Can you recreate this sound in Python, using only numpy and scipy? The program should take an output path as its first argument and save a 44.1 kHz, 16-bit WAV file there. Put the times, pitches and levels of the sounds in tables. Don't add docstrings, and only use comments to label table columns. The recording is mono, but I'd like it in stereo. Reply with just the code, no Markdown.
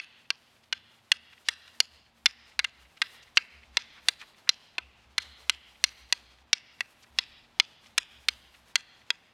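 import sys
import numpy as np
from scipy import signal
from scipy.fft import rfft, irfft
from scipy.io import wavfile
from scipy.ndimage import uniform_filter1d, map_coordinates

SR = 44100
rng = np.random.default_rng(int(sys.argv[2]) if len(sys.argv) > 2 else 0)


def int16_out(signal):
    q = np.round(np.clip(np.atleast_2d(signal).T, -1, 1) * 32767)
    wavfile.write(sys.argv[1], SR, q.astype(np.int16))


N = 411453
T = np.arange(N) / SR


def undb(db):
    return 10 ** (np.asarray(db) / 20)


def unit(x):
    return x / np.sqrt(np.mean(x ** 2))


def on_log(table, hz):
    table_hz, value = np.transpose(table)
    return np.interp(np.log(hz + 1e-9), np.log(table_hz), value)


def band(x, lo_hz, hi_hz):
    sos = signal.butter(2, [lo_hz, hi_hz], "band", fs=SR, output="sos")
    return signal.sosfilt(sos, x)


def walk(rate):
    hold = int(SR / rate)
    steps = np.repeat(rng.standard_normal(N // hold + 1), hold)
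    slewed = uniform_filter1d(uniform_filter1d(steps, hold), hold)
    return unit(slewed[:N])


def pair(mid, side, likeness):
    c = np.clip(likeness, 0, 1)
    shared, opposed = np.sqrt(1 + c) * mid, np.sqrt(1 - c) * side
    return np.array([shared + opposed, shared - opposed]) / np.sqrt(2)


# start in seconds, direct peak in dB,
# centre of the brightness in Hz, favoured ring in Hz, bass tilt in dB, treble tilt in dB,
# ground contact in ms after the first, its level in dB against the first,
# and level sent to the surroundings in dB against the direct clack.
STICK_BLOWS = [(-0.007, -7.5, 3260, 2600, -26.5, -11, 2.66, 4, 2.5),
               (0.3041, -6.5, 3360, 3000, -26.5, -19.5, 2.56, -5.5, -5),
               (0.7262, -11, 2920, 2870, -34, -19.5, 3.36, 1, 2.5),
               (1.1175, -0.5, 3330, 2840, -42, -15.5, 3.8, -5.5, -4),
               (1.486, -7, 3150, 1920, -30, -8.5, 3.43, -1.5, 4.5),
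               (1.803, -2, 4190, 3237, -23, -16, 3.9, -14.5, -4.5),
               (2.2584, -1.3, 3610, 3530, -34, -20.5, 4.23, -1, -3),
               (2.592, -7, 2730, 2170, -35, -13, 4.76, -7, -4.5),
               (2.6435, -10, 2620, 2727, -39, -11, 3.5, 6.5, -1.5),
               (3.0177, -7.5, 2990, 1938, -33.5, -15.5, 3.17, 1, 3.5),
               (3.3721, -2.5, 3010, 2690, -32, -27.5, 4.36, -2, -3),
               (3.77, -4.5, 3470, 3450, -24, -19.5, 2.2, 2.8, 3.5),
               (4.0852, -1, 3170, 3910, -31.5, -8.5, 2.6, -3.5, -3),
               (4.4918, 0, 4090, 4050, -31, -21, 1.64, -11, -5),
               (4.782, -15, 2355, 2754, -22, -13, 2.86, -6, 0.5),
               (5.1802, -8, 2802, 4100, -35.5, -7.5, 3.03, 4, 6.5),
               (5.4964, -0.06, 3280, 3060, -30, -8.5, 3.85, -9.5, -0.2),
               (5.8402, 0.6, 3620, 4195, -37, -12, 2.9, -6.5, 0),
               (6.1254, -3.5, 3510, 2568, -25.5, -10, 2.4, -17, -3),
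               (6.5303, -1, 4040, 5590, -36.5, -23, 2.67, -0.5, -1.5),
               (6.8067, -11.5, 2270, 1933, -33.5, -4.5, 3.46, -6, -3),
               (7.1868, -5, 3770, 4970, -26, -22.5, 2.6, -3, 3.5),
               (7.599, 0, 3300, 3480, -28, -18, 3.23, -12, -6),
               (7.9792, -4.5, 3230, 2480, -31.5, -5, 2.96, 3.5, 1.5),
               (8.285, -4.5, 3510, 3635, -33.5, -13.5, 2.3, 4, -2),
               (8.7562, -5, 3280, 3314, -32.5, -10, 4.4, -8.5, -0.5),
               (9.104, -8, 3000, 3300, -28.5, -18, 2.07, -6, -5.5)]
BOUNCE_MS, BOUNCE_SPREAD_MS = 1.0513, .4
BOUNCE_DB, BOUNCE_SPREAD_DB = -3, 2.5
SIDEWAYS_S = .003
PAN_DB = -2.5
LEFT_LAG_SAMPLES = 0.9


def sticks():
    lead = SR // 10
    direct, dry = np.zeros((2, N + 2 * lead)), np.zeros(N + 2 * lead)
    chance = rng.uniform(-1.002, 1, size=(len(STICK_BLOWS), 2))
    for row, (late, hard) in zip(STICK_BLOWS, chance):
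        s, db, centre, ring, bass, treble, ground_ms, ground_db, sent_db = row
        # (last value, dB per octave)
        bounce = (BOUNCE_MS + BOUNCE_SPREAD_MS * late, BOUNCE_DB + BOUNCE_SPREAD_DB * hard, 2.2)
        contacts = [(0, 0, 0), bounce, (ground_ms, ground_db, 5.0)]
        clack, first = undb(db) * np.array(blow(centre, ring, bass, treble, contacts))
        i = lead + int(s * SR)
        short = first * np.exp(-T[:len(first)] / SIDEWAYS_S)
        dry[i:i + len(clack)] += unit(short) * np.std(first) * undb(sent_db)
        shading = undb([[PAN_DB / 2], [-PAN_DB / 2]]) - 1
        direct[:, i:i + len(clack)] += clack + band(clack, 1600, 7000) * shading
    ahead = direct.mean(axis=0)
    late_places = np.arange(len(dry)) - LEFT_LAG_SAMPLES
    direct[0] = map_coordinates(direct[0], [late_places], order=3)
    return (direct + surroundings(dry, ahead))[:, lead:lead + N]


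# frequency in Hz, relative level in dB, time to fall 60 dB in seconds.
STICK_MODES = [(355, 1.5, 0.025), (477, 2, 0.027), (697, 8.5, 0.014), (972, 0, 0.065), (1297, -18.5, 0.11),
               (1580, -12.5, 0.04), (1771, -13, .02), (2087, -0.5, 0.025), (2420, -3.5, 0.022),
               (2774, 3, 0.016), (3190, 1.5, 0.0083), (3466, 0.5, 0.02), (3847, -1, 0.011),
               (4101, 2, 0.018), (4500, -7, .014), (4822, 0.5, 0.016), (5200, -0.5, 0.0059),
               (5636, 0.5, 0.016), (6224, 3.5, 0.013), (6987, 4.5, 0.01), (7690, 3, .008), (8180, 1, 0.013),
               (9260, 3.5, 0.008), (9940, 5, 0.0063), (10650, -2.5, 0.0073), (12300, -3.5, .006),
               (13700, -2, .005), (15000, -10, 0.0071)]


def blow(centre_hz, ring_hz, bass_db, treble_db, contacts):
    hz, db, t60 = np.transpose(STICK_MODES)
    octave = np.log2(hz / 3200)
    db = db + bass_db * np.clip(np.log2(1500 / hz) / 0.57, 0, 1)
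    db = db + treble_db * np.clip(np.log2(hz / 5000) / 0.59, 0, 1)
    db = db + 17.0 * np.log2(centre_hz / 3200) * np.clip(octave, -1, 1)
    hz, db, t60 = (np.tile(v, 2)[:, None] for v in (hz, db, t60))
    hz = hz * (1 + 0.033 * rng.standard_normal(hz.shape))
    loudest = np.argmin(abs(hz - ring_hz))
    hz[loudest], db[loudest] = ring_hz, db[loudest] + 8.5
    low = hz[:, 0] < 1150
    t, parts = np.arange(2048) / SR, []
    for ms, contact_db, dull_db in contacts:
        dulling_db = dull_db * np.maximum(np.log2(hz / 3200), 0)
        gain = undb(db + 2.4 * rng.standard_normal(hz.shape) - dulling_db)
        age = np.maximum(t - ms / 1000, 0)
        turn = 2 * np.pi * (hz * age + 0.12 * rng.standard_normal(hz.shape))
        fade = np.exp(-np.log(1000) * age / t60) + np.exp(-age / 0.0003)
        onset = np.minimum(age / 0.00027, 1)
        modes = undb(contact_db) * gain * fade * np.sin(turn) * onset
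        low_ring = band(band(modes[low].sum(axis=0), 300, 4600), 340, 6600)
        high_ring = band(band(modes[~low].sum(axis=0), 1300, 22000), 650, 19000)
        parts.append(low_ring + high_ring)
    clack = sum(parts)
    peak = abs(clack).max()
    return clack / peak, unit(parts[0]) * np.std(clack) / peak


# seconds after the blow, relative level in dB.
TREE_AND_HOUSE_TAIL = [(.008, -70), (.02, -38), (0.046, -34), (0.068, -40.5), (.12, -43.5), (0.202, -46),
                       (.26, -51.5), (.32, -64), (.45, -68.5), (.8, -85)]
# echo delay in seconds, echo level in dB, left minus right in dB.
NEAR_WALL_ECHO = (0.0516, -44, 27.5)
FAR_WALL_ECHO = (0.2603, -46.5, -7.5)


def surroundings(dry, ahead):
    t = np.arange(int(.8 * SR)) / SR
    s, db = np.transpose(TREE_AND_HOUSE_TAIL)
    mid, side = rng.standard_normal((2, len(t)))
    tail_db = np.interp(t, s, db, left=-200) + 2.0 * walk(60)[:len(t)] - 20.0
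    reply = pair(mid, side, 0.12) * undb(tail_db)
    dull = band(reply, 200, 4300)
    reply = dull + (reply - dull) * np.exp(-t / .07)
    dry = band(dry, 800, 9000)
    scatter = signal.fftconvolve(dry[None], reply, axes=1)[:, :len(dry)]
    dull_clack = band(band(ahead, 900, 3200), 600, 4000)
    return scatter + wall(dry, *NEAR_WALL_ECHO) + wall(dull_clack, *FAR_WALL_ECHO)


def wall(line, delay, echo_db, pan_db):
    reply = np.zeros((2, int(delay * SR) + 89))
    reply[:, -89] = undb(echo_db + np.array([pan_db, -pan_db]) / 2)
    smear = rng.standard_normal((2, 88)) * np.exp(-np.arange(88) / 30)
    reply[:, -88:] = undb(echo_db - 7.5) * smear
    return signal.fftconvolve(line[None], reply, axes=1)[:, :len(line)]


# middle in seconds, length in seconds, centre in Hz, level before the swell in dB.
SWISH_EVENTS = [(.64, 0.013, 3500, -60), (1.333, 0.016, 2060, -52), (1.472, 0.036, 3060, -51.5),
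                (1.68, 0.0068, 2500, -47), (2.975, 0.012, 2446, -50), (3.232, .015, 4020, -55),
                (3.366, 0.018, 4630, -49.5), (3.982, 0.044, 1800, -54), (4.074, 0.016, 3430, -58),
                (4.205, 0.027, 3040, -51), (4.217, 0.0068, 2580, -40), (4.224, .03, 1730, -47.5),
                (4.479, 0.012, 1532, -45), (5.025, 0.04, 4440, -74), (5.224, 0.011, 4180, -46.5),
                (7.033, 0.017, 4250, -54.5), (7.043, 0.015, 1900, -55.5), (7.184, 0.021, 3050, -54),
                (7.869, .012, 3500, -56), (7.98, 0.015, 2470, -60), (8.547, .014, 2200, -53)]


def swishes():
    out = np.zeros((2, N))
    for s, length, hz, db in SWISH_EVENTS:
        i, j = int((s - 2 * length) * SR), int((s + 2 * length) * SR)
        mid, side = rng.standard_normal((2, SR // 4))[:, :j - i]
        puff = unit(band(pair(mid, side, 0.87), hz / 1.7, hz * 1.52))
        swell = np.exp(-(2 * (T[i:j] - s) / length) ** 2)
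        out[:, i:j] += undb(db) * puff * swell
    return out


# time in seconds, hiss level in dB, body level in dB.
RUSTLE_LEVELS = [(0.0, -85, -70), (0.52, -77, -67), (1.19, -81.5, -70.5), (1.35, -73.5, -64),
                 (1.77, -72, -62), (2.05, -86, -67), (2.31, -79.5, -78.5), (2.44, -86, -66.5),
                 (3.06, -66.5, -59.5), (3.77, -87.5, -64.5), (4.03, -69.5, -61), (4.21, -70, -59),
                 (5.02, -87, -66.5), (5.38, -74.5, -59.5), (6.0, -70, -60.5), (6.31, -81, -62.5),
                 (6.57, -89, -70.5), (6.73, -74, -64), (6.99, -73, -67.5), (7.61, -85, -66),
                 (8.39, -69, -61), (8.58, -75, -65.5), (9.07, -81.5, -63.5), (9.33, -80.5, -65)]


def rustle():
    s, hiss_db, body_db = np.transpose(RUSTLE_LEVELS)
    size_db = 3.0 * np.minimum(rng.exponential(size=N), 5.0) + 3.1 * walk(30)
    grains = rng.standard_normal((4, N)) * undb(size_db)
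    hiss = unit(band(pair(grains[0], grains[1], 0.64), 5500, 13000))
    body = unit(band(pair(grains[2], grains[3], 0.33), 400, 4300))
    return hiss * undb(np.interp(T, s, hiss_db)) + body * undb(np.interp(T, s, body_db))


# middle in seconds, rms level at the middle in dB, pitch at the middle in Hz.
THUMP_EVENTS = [(1.96, -66, 69.4), (2.27, -65, 63), (2.43, -72, 68), (2.6, -62, 65), (2.84, -61, 63.5),
                (3.3, -73, 80), (3.585, -58, 70), (3.721, -59, 63), (4.03, -69.5, 64.5), (4.86, -58, 67.2),
                (5.09, -64, 66.5), (5.2, -64, 78), (5.31, -58, 71), (5.47, -64, 68.5), (5.58, -61.5, 69),
                (5.86, -60.5, 64.2), (6.04, -58, 62.2), (6.24, -76, 59.4), (6.469, -68, 69),
                (7.155, -60.5, 66), (7.3, -68, 69.3), (8.19, -60.5, 68), (8.33, -60, 65.4), (8.47, -68, 64),
                (8.63, -70.5, 62.6), (9.02, -74.5, 77.9)]
THUMP_S, THUMP_SAG_HZ_PER_S = 0.074, 70


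def thumps():
    out = np.zeros(N)
    for (s, db, hz), turn in zip(THUMP_EVENTS, rng.random(len(THUMP_EVENTS))):
        near = slice(int((s - 2 * THUMP_S) * SR), int((s + 2 * THUMP_S) * SR))
        t = T[near] - s
        wave = np.sin(2 * np.pi * (hz * t - THUMP_SAG_HZ_PER_S * t ** 2 / 2 + turn))
        swell = np.exp(-(2 * t / THUMP_S) ** 2 / 2)
        out[near] += np.sqrt(2) * undb(db) * wave * swell
    return out


# time in seconds, rms level in dB, pitch in Hz.
DRONE_PATH = [(0, -96, 79), (.55, -82.5, 80), (1.5, -74.5, 77.2), (1.85, -75.5, 79.1), (2.1, -78, 66),
              (4.3, -77.5, 69.2), (4.65, -92, 70), (5.0, -71.5, 64.2), (6.3, -69, 61.5), (6.7, -87, 65.8),
              (7.5, -76.5, 74.7), (8.7, -81.5, 64.6), (9.33, -94, 69.6)]


def drone():
    s, db, hz = np.transpose(DRONE_PATH)
    pitch_hz = np.interp(T, s, hz) * (1 + 0.055 * walk(18))
    turns = np.cumsum(pitch_hz) / SR
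    level_db = np.interp(T, s, db) + 3.0 * walk(12)
    return np.sqrt(2) * np.sin(2 * np.pi * turns) * undb(level_db)


# time in seconds, level in dB.
RUMBLE_LEVELS = [(0.0, -83), (0.13, -104), (4.16, -75.5), (4.34, -87.5), (6.37, -84.5), (6.73, -99),
                 (7.46, -72.5), (7.85, -92), (7.98, -75), (9.33, -88.5)]


def rumble():
    s, db = np.transpose(RUMBLE_LEVELS)
    return unit(band(rng.standard_normal(N), 30, 45)) * undb(np.interp(T, s, db))


# centre in Hz, width in Hz, level in dB.
HUM_LINES = [(231.2, 8, -79), (112, 8.4, -80.5)]


def hum():
    out = np.zeros(N)
    for hz, width, db in HUM_LINES:
        line = band(rng.standard_normal(N), hz - width / 2, hz + width / 2)
        out += unit(line) * undb(db)
    return out


# frequency in Hz, relative density in dB per Hz.
AIR_SPECTRUM = [(21, -35), (36, -5.5), (86, 2), (175, 1.5), (232, 0.5), (277, -1), (428, -3.5), (789, 2),
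                (1350, -4.5), (3460, -7.5), (10900, -38.5), (14800, -28.5), (16000, -44)]
# frequency in Hz, left-right likeness from 0 to 1.
AIR_PORT_LIKENESS = [(60, 0.67), (290, 1), (640, 0.3), (1400, 0.6), (3100, 0.9), (7000, 0.8)]
AIR_DB, AIR_SWELL_DB = -65.5, 1.2


def air():
    hz = np.fft.rfftfreq(N, 1 / SR)
    mid, side = rfft(rng.standard_normal((2, N)))
    spectrum = pair(mid, side, on_log(AIR_PORT_LIKENESS, hz)) * undb(on_log(AIR_SPECTRUM, hz))
    return unit(irfft(spectrum, N)) * undb(AIR_DB + AIR_SWELL_DB * walk(0.76))


def scene():
    near = sticks() + swishes() + rustle() + thumps()
    return near + drone() + rumble() + hum() + air()


def record(dry):
    top = signal.ellip(8, .2, 70, 16500, fs=SR, output="sos")
    return signal.sosfilt(top, np.clip(dry, -.95, .95))


dry = scene()
out = record(dry)
int16_out(out)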